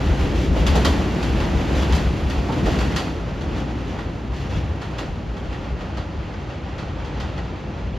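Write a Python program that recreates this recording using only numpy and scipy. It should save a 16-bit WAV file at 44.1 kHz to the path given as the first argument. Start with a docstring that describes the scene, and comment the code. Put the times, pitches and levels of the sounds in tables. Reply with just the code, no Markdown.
"""A subway train pulls out of an elevated station and rolls away along the viaduct.
Its weight sets the steel deck rumbling, the girders booming and the car bodies roaring. The wheels
grind on rough rails, flanges scrape, bogies knock dully, and each rail joint gives a steel clank that
rings under the canopy. Heard from the platform on a small stereo microphone: close for the first
three seconds, then quieter and duller as the last car draws off."""
import sys
import numpy as np
from scipy import signal
from scipy.fft import rfft, irfft, next_fast_len
from scipy.io import wavfile
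from scipy.ndimage import uniform_filter1d

SR = 44100
rng = np.random.default_rng(int(sys.argv[2]) if len(sys.argv) > 2 else 0)


def store_wav(level_fs):
    """Save 16-bit WAV to argv[1]."""
    pcm = np.round(np.clip(np.atleast_2d(level_fs), -1, 1) * 32767)
    wavfile.write(sys.argv[1], SR, pcm.T.astype(np.int16))


N = 351918
TIME = np.arange(N) / SR
EVENT_SAMPLES = SR * 2 // 3   # room for one blow or scrape and its tail
EVENT_TIME = TIME[:EVENT_SAMPLES]
FREQS = np.maximum(np.arange(N // 2 + 1) * SR / N, 1)
GRID_HZ = np.geomspace(10, SR / 2, 3000)

# The running train, from the platform. Each row: time in seconds, level in dB against the train close by.
RUNNING_LEVEL = [(0, -1), (0.49, -0.5), (0.78, 2.5), (1.08, 0.2), (1.6, 0), (1.93, 0.5), (2.3, -3.5),
                 (2.87, 0), (3.25, -7), (3.55, -4.5), (4.22, -8.5), (4.55, -7.5), (5.25, -9.5), (6.0, -9),
                 (6.65, -11), (7.25, -8), (7.6, -9.5), (7.98, -9.5)]
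# Rail hiss, sagging between bogies. Each row: time in seconds, level in dB against the train close by.
HISS_LEVEL = [(0, -0.5), (0.4, -1.5), (0.53, -2), (0.72, 2.5), (1.05, 0.2), (1.55, 0), (1.71, 0),
              (1.9, 0.3), (2.14, -3), (2.6, -2), (2.88, 0.5), (3.1, -4.5), (3.26, -9), (3.52, -4.5),
              (3.74, -8.5), (3.9, -6.5), (4.1, -8.5), (4.23, -11.5), (4.5, -6), (4.73, -9.5), (4.92, -8.5),
              (5.25, -10.5), (5.5, -9), (5.68, -9.5), (6.1, -9.5), (6.55, -9), (6.97, -9.5), (7.3, -7.5),
              (7.65, -10.5), (7.98, -9.5)]
# The deck heaves under a passing axle. Each row: crest time in seconds, level in dB.
DECK_HEAVES = [(0.105, -14), (0.22, -17.5), (0.39, -18), (0.52, -15), (0.615, -14.3), (0.725, -14),
               (0.795, -15.5), (0.9, -14.5), (1.32, -20), (1.57, -14.5), (1.66, -26), (1.76, -17),
               (1.935, -13), (2.08, -17.5), (2.27, -18.5), (2.39, -18.5), (2.68, -19), (2.81, -17.5),
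               (2.95, -22), (3.57, -23), (3.8, -26), (4.32, -24.5), (4.58, -20.5), (4.71, -22.5),
               (5.13, -26), (5.31, -23.3), (5.5, -26), (5.73, -21), (5.98, -26), (6.185, -25.5),
               (7.26, -25.5), (7.86, -24)]
# Girders boom and car bodies drum along. Each row: crest time in seconds, girder dB, car body dB.
GIRDER_BOOMS = [(0.46, -33.5, -32), (2.67, -25, -24.5), (3.57, -42, -33), (4.55, -27, -35.5),
                (4.68, -28.5, -48)]
# Flanges rub the rail head. Each row: start in seconds, nominal length in seconds, level in dB,
# rubbed wheel mode in Hz.
FLANGE_SCRAPES = [(0.189, 0.057, -40, 2880), (0.34, 0.12, -39, 3450), (0.552, 0.068, -38.5, 2880),
                  (1.744, 0.089, -36.5, 3420), (2.645, 0.11, -37, 2900), (2.82, 0.063, -44, 4400),
                  (3.556, 0.065, -42.5, 2870), (3.874, 0.047, -47, 2900), (4.324, 0.12, -44.5, 4400),
                  (4.488, 0.11, -42.5, 3330)]
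# Bogies knock against their frames. Each row: start in seconds, level in dB, frame ring in Hz,
# attack in seconds.
BOGIE_KNOCKS = [(0.32, -24, 520, 0.017), (0.45, -29, 590, 0.0089), (0.56, -20, 537, .006),
                (0.666, -28, 1100, .003), (0.751, -15.5, 405, 0.0028), (0.849, -19, 1080, 0.0023),
                (1.226, -33, 860, .004), (2.482, -20, 874, 0.015), (2.657, -18, 770, 0.017),
                (2.795, -28, 940, 0.007), (2.98, -23.5, 870, 0.012), (3.43, -31, 600, .008),
                (4.07, -30, 520, .008), (4.51, -28.5, 475, 0.0072), (5.005, -29.5, 420, 0.0034),
                (5.82, -36, 600, .005), (5.97, -33, 950, .005), (7.22, -36, 770, .006),
                (7.38, -33, 680, .005)]
# Wheels cross rail joints. Each row: start in seconds, level in dB, brightness in dB per octave,
# the wheel's loudest mode in Hz, that mode's level in dB.
RAIL_JOINTS = [(0.6642, -22, 1.5, 3360, -33), (0.753, -27.5, 4.5, 3480, -38), (0.847, -19.5, 2, 3150, -32),
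               (1.226, -29.5, 1.5, 3140, -40), (1.401, -27.5, -2, 2650, -40),
               (1.822, -28.5, -1.5, 3480, -42), (1.923, -27, 1.5, 4730, -42), (1.95, -29, 3.5, 2640, -42),
               (2.297, -32, 1.8, 3530, -44), (2.522, -30.5, -2.5, 3500, -48), (2.659, -28.5, -4, 1895, -33),
               (2.785, -31.5, 4, 2620, -40), (2.808, -28, -3, 1210, -40), (2.961, -22.5, 2, 4370, -38),
               (3.407, -36.5, 0, 3160, -50), (3.572, -38, -5, 3140, -49), (3.986, -33.5, -2.5, 1940, -37),
               (4.55, -41, -5, 3370, -42.5), (4.814, -33.5, -0.5, 2640, -53), (4.982, -29, 0.7, 2780, -39),
               (5.364, -39.5, 0.5, 3140, -53), (5.523, -37, -1, 1844, -39), (5.806, -36, -2, 1860, -44),
               (5.97, -34.5, 0, 1900, -47), (6.335, -39.5, -4, 1900, -50), (6.499, -41, -2, 1860, -45),
               (6.78, -35.5, 0.8, 4560, -48), (7.045, -41.5, 3, 3300, -51), (7.2, -32.5, 1.5, 3100, -42.5),
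               (7.375, -36, -0.5, 2640, -48)]
# How far off the last car is. Each row: time in seconds, distance from 0 (near) to 1 (far).
DISTANCE = [(0, 0), (2.9, 0), (3.3, .55), (5, .6), (6.2, .95), (7.98, 1)]

# The tone of each source at close range. Each row: frequency in Hz, relative level in dB.
DECK_SPECTRUM = [(20, -45), (30, -30), (40, -13), (50, -5), (61, -0.5), (71, -4), (82, -9.5), (100, -37)]
GIRDER_SPECTRUM = [(58, 4), (78, -3), (90, 6), (106, 0.5), (122, 0.5), (145, -10), (200, -11), (240, -29)]
CAR_BODY_SPECTRUM = [(85, -28), (115, -4), (138, 2.5), (200, .5), (235, -3), (300, -1.5), (400, -6),
                     (520, -16), (800, -27.5)]
ROLLING_SPECTRUM = [(300, -25), (500, 2.5), (680, -1.5), (830, -0.5), (1050, -6), (1400, -7.5), (1800, -16),
                    (2600, -20.5)]
GRIND_SPECTRUM = [(900, -14), (1600, 1.5), (1880, 3.5), (2150, 2), (2700, 3), (3400, -0.5), (3700, -2.5),
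                  (4700, -6.5), (5300, -8), (6900, -12), (8200, -23.5), (12000, -25), (14500, -35)]
KNOCK_SPECTRUM = [(80, -6), (220, -2), (350, 7.5), (600, 4.5), (850, 2), (1300, -5.5), (2200, -14),
                  (5000, -25)]
CLANK_SPECTRUM = [(300, -12), (800, 10.5), (1300, 14), (2200, 3), (3200, 5.5), (4700, -1), (5400, -2.5),
                  (7000, -6.5), (8300, -15.5), (12000, -18), (15000, -31)]
# Resonances of wheel and rail. Each row: frequency in Hz, width in Hz, lift in dB at full strength.
STEEL_MODES = [(1290, 130, -3), (1910, 140, 7.5), (2730, 240, 5.5), (3170, 130, 3), (3400, 120, 6),
               (3970, 110, 6.5), (4380, 170, 7.5), (4740, 170, 10), (6380, 220, 3)]
# What the air does to the far train. Each row: frequency in Hz, gain in dB.
AIR_GAIN = [(1500, 1), (3200, 0.5), (6500, -1.5), (8500, -6), (11000, -8.5), (14000, -8)]
# Stereo width at the microphone. Each row: frequency in Hz, side minus mid in dB.
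MIC_WIDTH = [(60, -26.5), (130, -21), (290, -12), (620, -9.5), (1360, -5), (2900, -13.5), (4500, -13.5),
             (6500, -6), (8500, 8.5), (13000, -11)]
# Balance at the microphone. Each row: frequency in Hz, left minus right in dB.
MIC_BALANCE = [(60, 1.05), (200, 1), (370, 0.5), (680, -2.5), (1250, -2.5), (2300, 1.5), (4200, 0),
               (7700, 0.5)]


def from_db(db):
    """Decibels to gain."""
    return 10 ** (np.asarray(db) / 20)


def unit_rms(x):
    """Scale to unit power."""
    return x / np.sqrt(np.mean(x ** 2) + 1e-20)


def in_time(points):
    """A curve read at every sample."""
    return np.interp(TIME, *np.transpose(points))


def at_hz(points, hz, beyond=None):
    """A spectrum in dB, read on a log-frequency axis."""
    freqs, db = np.transpose(points)
    return np.interp(np.log(hz), np.log(freqs), db, left=beyond, right=beyond)


def source_db(points, hz):
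    """A source spectrum, silent outside its range."""
    return at_hz(points, hz, beyond=-90)


def tilt_db(hz, db_per_octave):
    """A harder contact is brighter, up to a limit set by the size of the contact patch."""
    return db_per_octave * np.log2(np.minimum(hz, 5500))


def peak(hz, centre_hz, width_hz):
    """The outline of one resonance, 1 on top."""
    return 1 / (1 + (2 * (hz - centre_hz) / width_hz) ** 2)


def steel_db(hz, strengths):
    """The lift from the wheel and rail modes, each at its own strength."""
    return sum(k * db * peak(hz, centre, width) for k, (centre, width, db) in zip(strengths, STEEL_MODES))


def drift(per_s):
    """A random wander of rms 1, with per_s new values a second."""
    knots = rng.standard_normal(int(N / SR * 200) + 2)
    return unit_rms(np.interp(TIME * per_s, np.arange(len(knots)), knots))


def noise(colour, size=N, grain_db=0):
    """Unrelated mid and side noises, coloured by a function from Hz to dB; grain_db roughens them."""
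    padded = next_fast_len(size, True)
    gain = np.interp(np.arange(padded // 2 + 1) * SR / padded, GRID_HZ, from_db(colour(GRID_HZ)))
    white = rng.standard_normal((2, padded))
    if grain_db:
        white = np.sign(white) * from_db(grain_db * np.minimum(rng.exponential(1, padded), 4))
    return unit_rms(irfft(rfft(white) * gain, padded)[:, :size])


def rumble(spectrum, window_s):
    """Low noise with its chance swells evened out, so that the load sets its level."""
    raw = noise(lambda hz: source_db(spectrum, hz))
    power = uniform_filter1d(raw[0] ** 2, int(window_s * SR))
    return unit_rms(raw / np.sqrt(power + 0.071))


def swells(crests, rise_s, fall_s):
    """A smooth hump at each crest time; one gain curve for each level column."""
    times, *levels = np.transpose(crests)
    coarse = TIME[::40]
    ramps = np.array([np.interp(coarse, [s - rise_s, s, s + fall_s], [0, 1, 0]) for s in times])
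    humps = np.sin(np.pi / 2 * ramps)
    return [np.interp(TIME, coarse, np.sqrt(from_db(db) ** 2 @ humps ** 2)) for db in levels]


def blow(attack_s, t60_s, canopy_db, canopy_t60_s):
    """The envelope of a blow: a quick rise, the ring of the metal, the canopy's reverberation."""
    metal = from_db(-60 * EVENT_TIME / t60_s)
    canopy = from_db(canopy_db - 60 * EVENT_TIME / canopy_t60_s)
    return (1 - np.exp(-EVENT_TIME / attack_s)) * np.hypot(metal, canopy)


def add(out, start_s, sound):
    """Mix a sound in at its time."""
    at = int(start_s * SR)
    out[:, at:at + sound.shape[1]] += sound[:, :N - at]


def viaduct_rumble():
    """The moving weight shakes deck, girders and car bodies; each swells above its running level."""
    running_db = in_time(RUNNING_LEVEL)
    heaving, = swells(DECK_HEAVES, rise_s=0.051, fall_s=0.047)
    booming, drumming = swells(GIRDER_BOOMS, rise_s=0.18, fall_s=0.16)
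    deck = rumble(DECK_SPECTRUM, window_s=0.033)
    girders = rumble(GIRDER_SPECTRUM, window_s=0.12)
    bodies = rumble(CAR_BODY_SPECTRUM, window_s=0.19)
    throb_db = 2.5 * drift(per_s=16)
    # Each layer has its close-up level in dB and follows its own share of the train's fading.
    return (deck * np.hypot(from_db(-25 + 0.85 * running_db + throb_db), heaving)
            + girders * np.hypot(from_db(-29 + 0.39 * running_db), booming)
            + bodies * np.hypot(from_db(-24 + 1.02 * running_db), drumming))


def rolling_wheels():
    """Rail roughness gives a rolling roar and a fluttering hiss in which the steel rings faintly."""
    hiss_db = in_time(HISS_LEVEL)
    flutter = drift(per_s=24)
    roar = noise(lambda hz: source_db(ROLLING_SPECTRUM, hz))
    grind = noise(lambda hz: source_db(GRIND_SPECTRUM, hz) + steel_db(hz, [0.27] * len(STEEL_MODES)))
    roar_db = -32 + 0.8 * hiss_db + 0.98 * flutter
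    grind_db = -36.5 + 0.97 * hiss_db + 0.66 * flutter + 0.41 * drift(per_s=88)
    return roar * from_db(roar_db) + grind * from_db(grind_db)


def flange_scrapes():
    """A flange leans on the rail and grates, brighter than plain rolling, stirring one wheel mode."""
    out = np.zeros((2, N))
    for start_s, length_s, db, mode_hz in FLANGE_SCRAPES:
        pressure = np.interp(EVENT_TIME, length_s * np.array([0, .15, .8, 1.4]), [0, 1, 1, 0])
        grate = noise(lambda hz: source_db(GRIND_SPECTRUM, hz) + tilt_db(hz, 2.8)
                      + 6 * peak(hz, mode_hz, width_hz=110), EVENT_SAMPLES)
        add(out, start_s, from_db(db) * pressure * grate)
    slip_db = 0.8 * drift(per_s=260)
    return out * from_db(slip_db)


def bogie_knocks():
    """The heavy bogie knocks low and hollow, each frame with a ring of its own."""
    out = np.zeros((2, N))
    for start_s, db, ring_hz, attack_s in BOGIE_KNOCKS:
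        knock = noise(lambda hz: source_db(KNOCK_SPECTRUM, hz) + 7.5 * peak(hz, ring_hz, width_hz=120),
                      EVENT_SAMPLES)
        knock *= blow(attack_s, t60_s=0.22, canopy_db=-29, canopy_t60_s=0.6)
        add(out, start_s, from_db(db) * knock)
    return out


def wheel_ring(mode_hz):
    """A wheel mode and its weaker, close partner beat as they die away."""
    phases = rng.uniform(0, 2 * np.pi, (2, 2, 1))
    partner_hz = mode_hz + rng.uniform(-85, 75)
    lead = np.sin(2 * np.pi * mode_hz * EVENT_TIME + phases[0])
    partner = 0.75 * np.sin(2 * np.pi * partner_hz * EVENT_TIME + phases[1])
    return (lead + partner) * blow(attack_s=0.0036, t60_s=0.19, canopy_db=-20, canopy_t60_s=0.7)


def joint_clanks():
    """A wheel drops over a joint: a bright crack, a dense steel clank and one mode ringing on."""
    out = np.zeros((2, N))
    hard_hit_db = -22.5   # below this the crack falls away faster than the clank
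    for start_s, db, brightness, mode_hz, mode_db in RAIL_JOINTS:
        strengths = rng.uniform(.3, 1.1, len(STEEL_MODES))
        wear = 1 + 0.012 * rng.uniform(-1, 1)   # uneven wear shifts each wheel's modes
        clank = noise(lambda hz: source_db(CLANK_SPECTRUM, hz) + tilt_db(hz, brightness)
                      + steel_db(hz * wear, strengths), EVENT_SAMPLES, grain_db=4)
        clank *= blow(attack_s=0.0037, t60_s=0.19, canopy_db=-8.5, canopy_t60_s=0.59)
        crack = noise(lambda hz: source_db(CLANK_SPECTRUM, hz) + tilt_db(hz, brightness + 3.1),
                      EVENT_SAMPLES, grain_db=9)   # a burst of uneven contacts
        crack *= blow(attack_s=0.0024, t60_s=0.023, canopy_db=-40, canopy_t60_s=0.4)
        crack_db = db + 6.5 - 0.57 * max(hard_hit_db - db, 0)
        add(out, start_s, from_db(db) * clank)
        add(out, start_s, from_db(crack_db) * crack)
        add(out, start_s, from_db(mode_db) * wheel_ring(mode_hz))
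    return out


def draw_off(near):
    """The treble fades as the last car draws away from the microphone."""
    distance = in_time(DISTANCE)
    far = irfft(rfft(near) * from_db(at_hz(AIR_GAIN, FREQS)), N)
    return (1 - distance) * near + distance * far


def scene():
    """On the platform the bass arrives alike on both sides; reflections spread the midrange."""
    steel = draw_off(rolling_wheels() + flange_scrapes() + joint_clanks())
    edge_fade = np.minimum(1, np.minimum(TIME, TIME[::-1]) / .004)
    mid, side = rfft(edge_fade * (viaduct_rumble() + steel + bogie_knocks()))
    side *= from_db(at_hz(MIC_WIDTH, FREQS))
    balance = from_db(at_hz(MIC_BALANCE, FREQS) / 2)
    return irfft(np.array([(mid + side) * balance, (mid - side) / balance]), N)


def record(dry):
    """The small stereo microphone: a hollow near 9 kHz in the centre of the image, and the top cut."""
    hollow = signal.butter(3, [8200, 9900], "bandstop", fs=SR, output="sos")
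    top_cut = signal.ellip(10, .1, 90, 14600, fs=SR, output="sos")
    mid = signal.sosfilt(hollow, (dry[0] + dry[1]) / 2)
    side = (dry[0] - dry[1]) / 2
    return signal.sosfilt(top_cut, np.array([mid + side, mid - side]))


dry = scene()
out = record(dry)
store_wav(out)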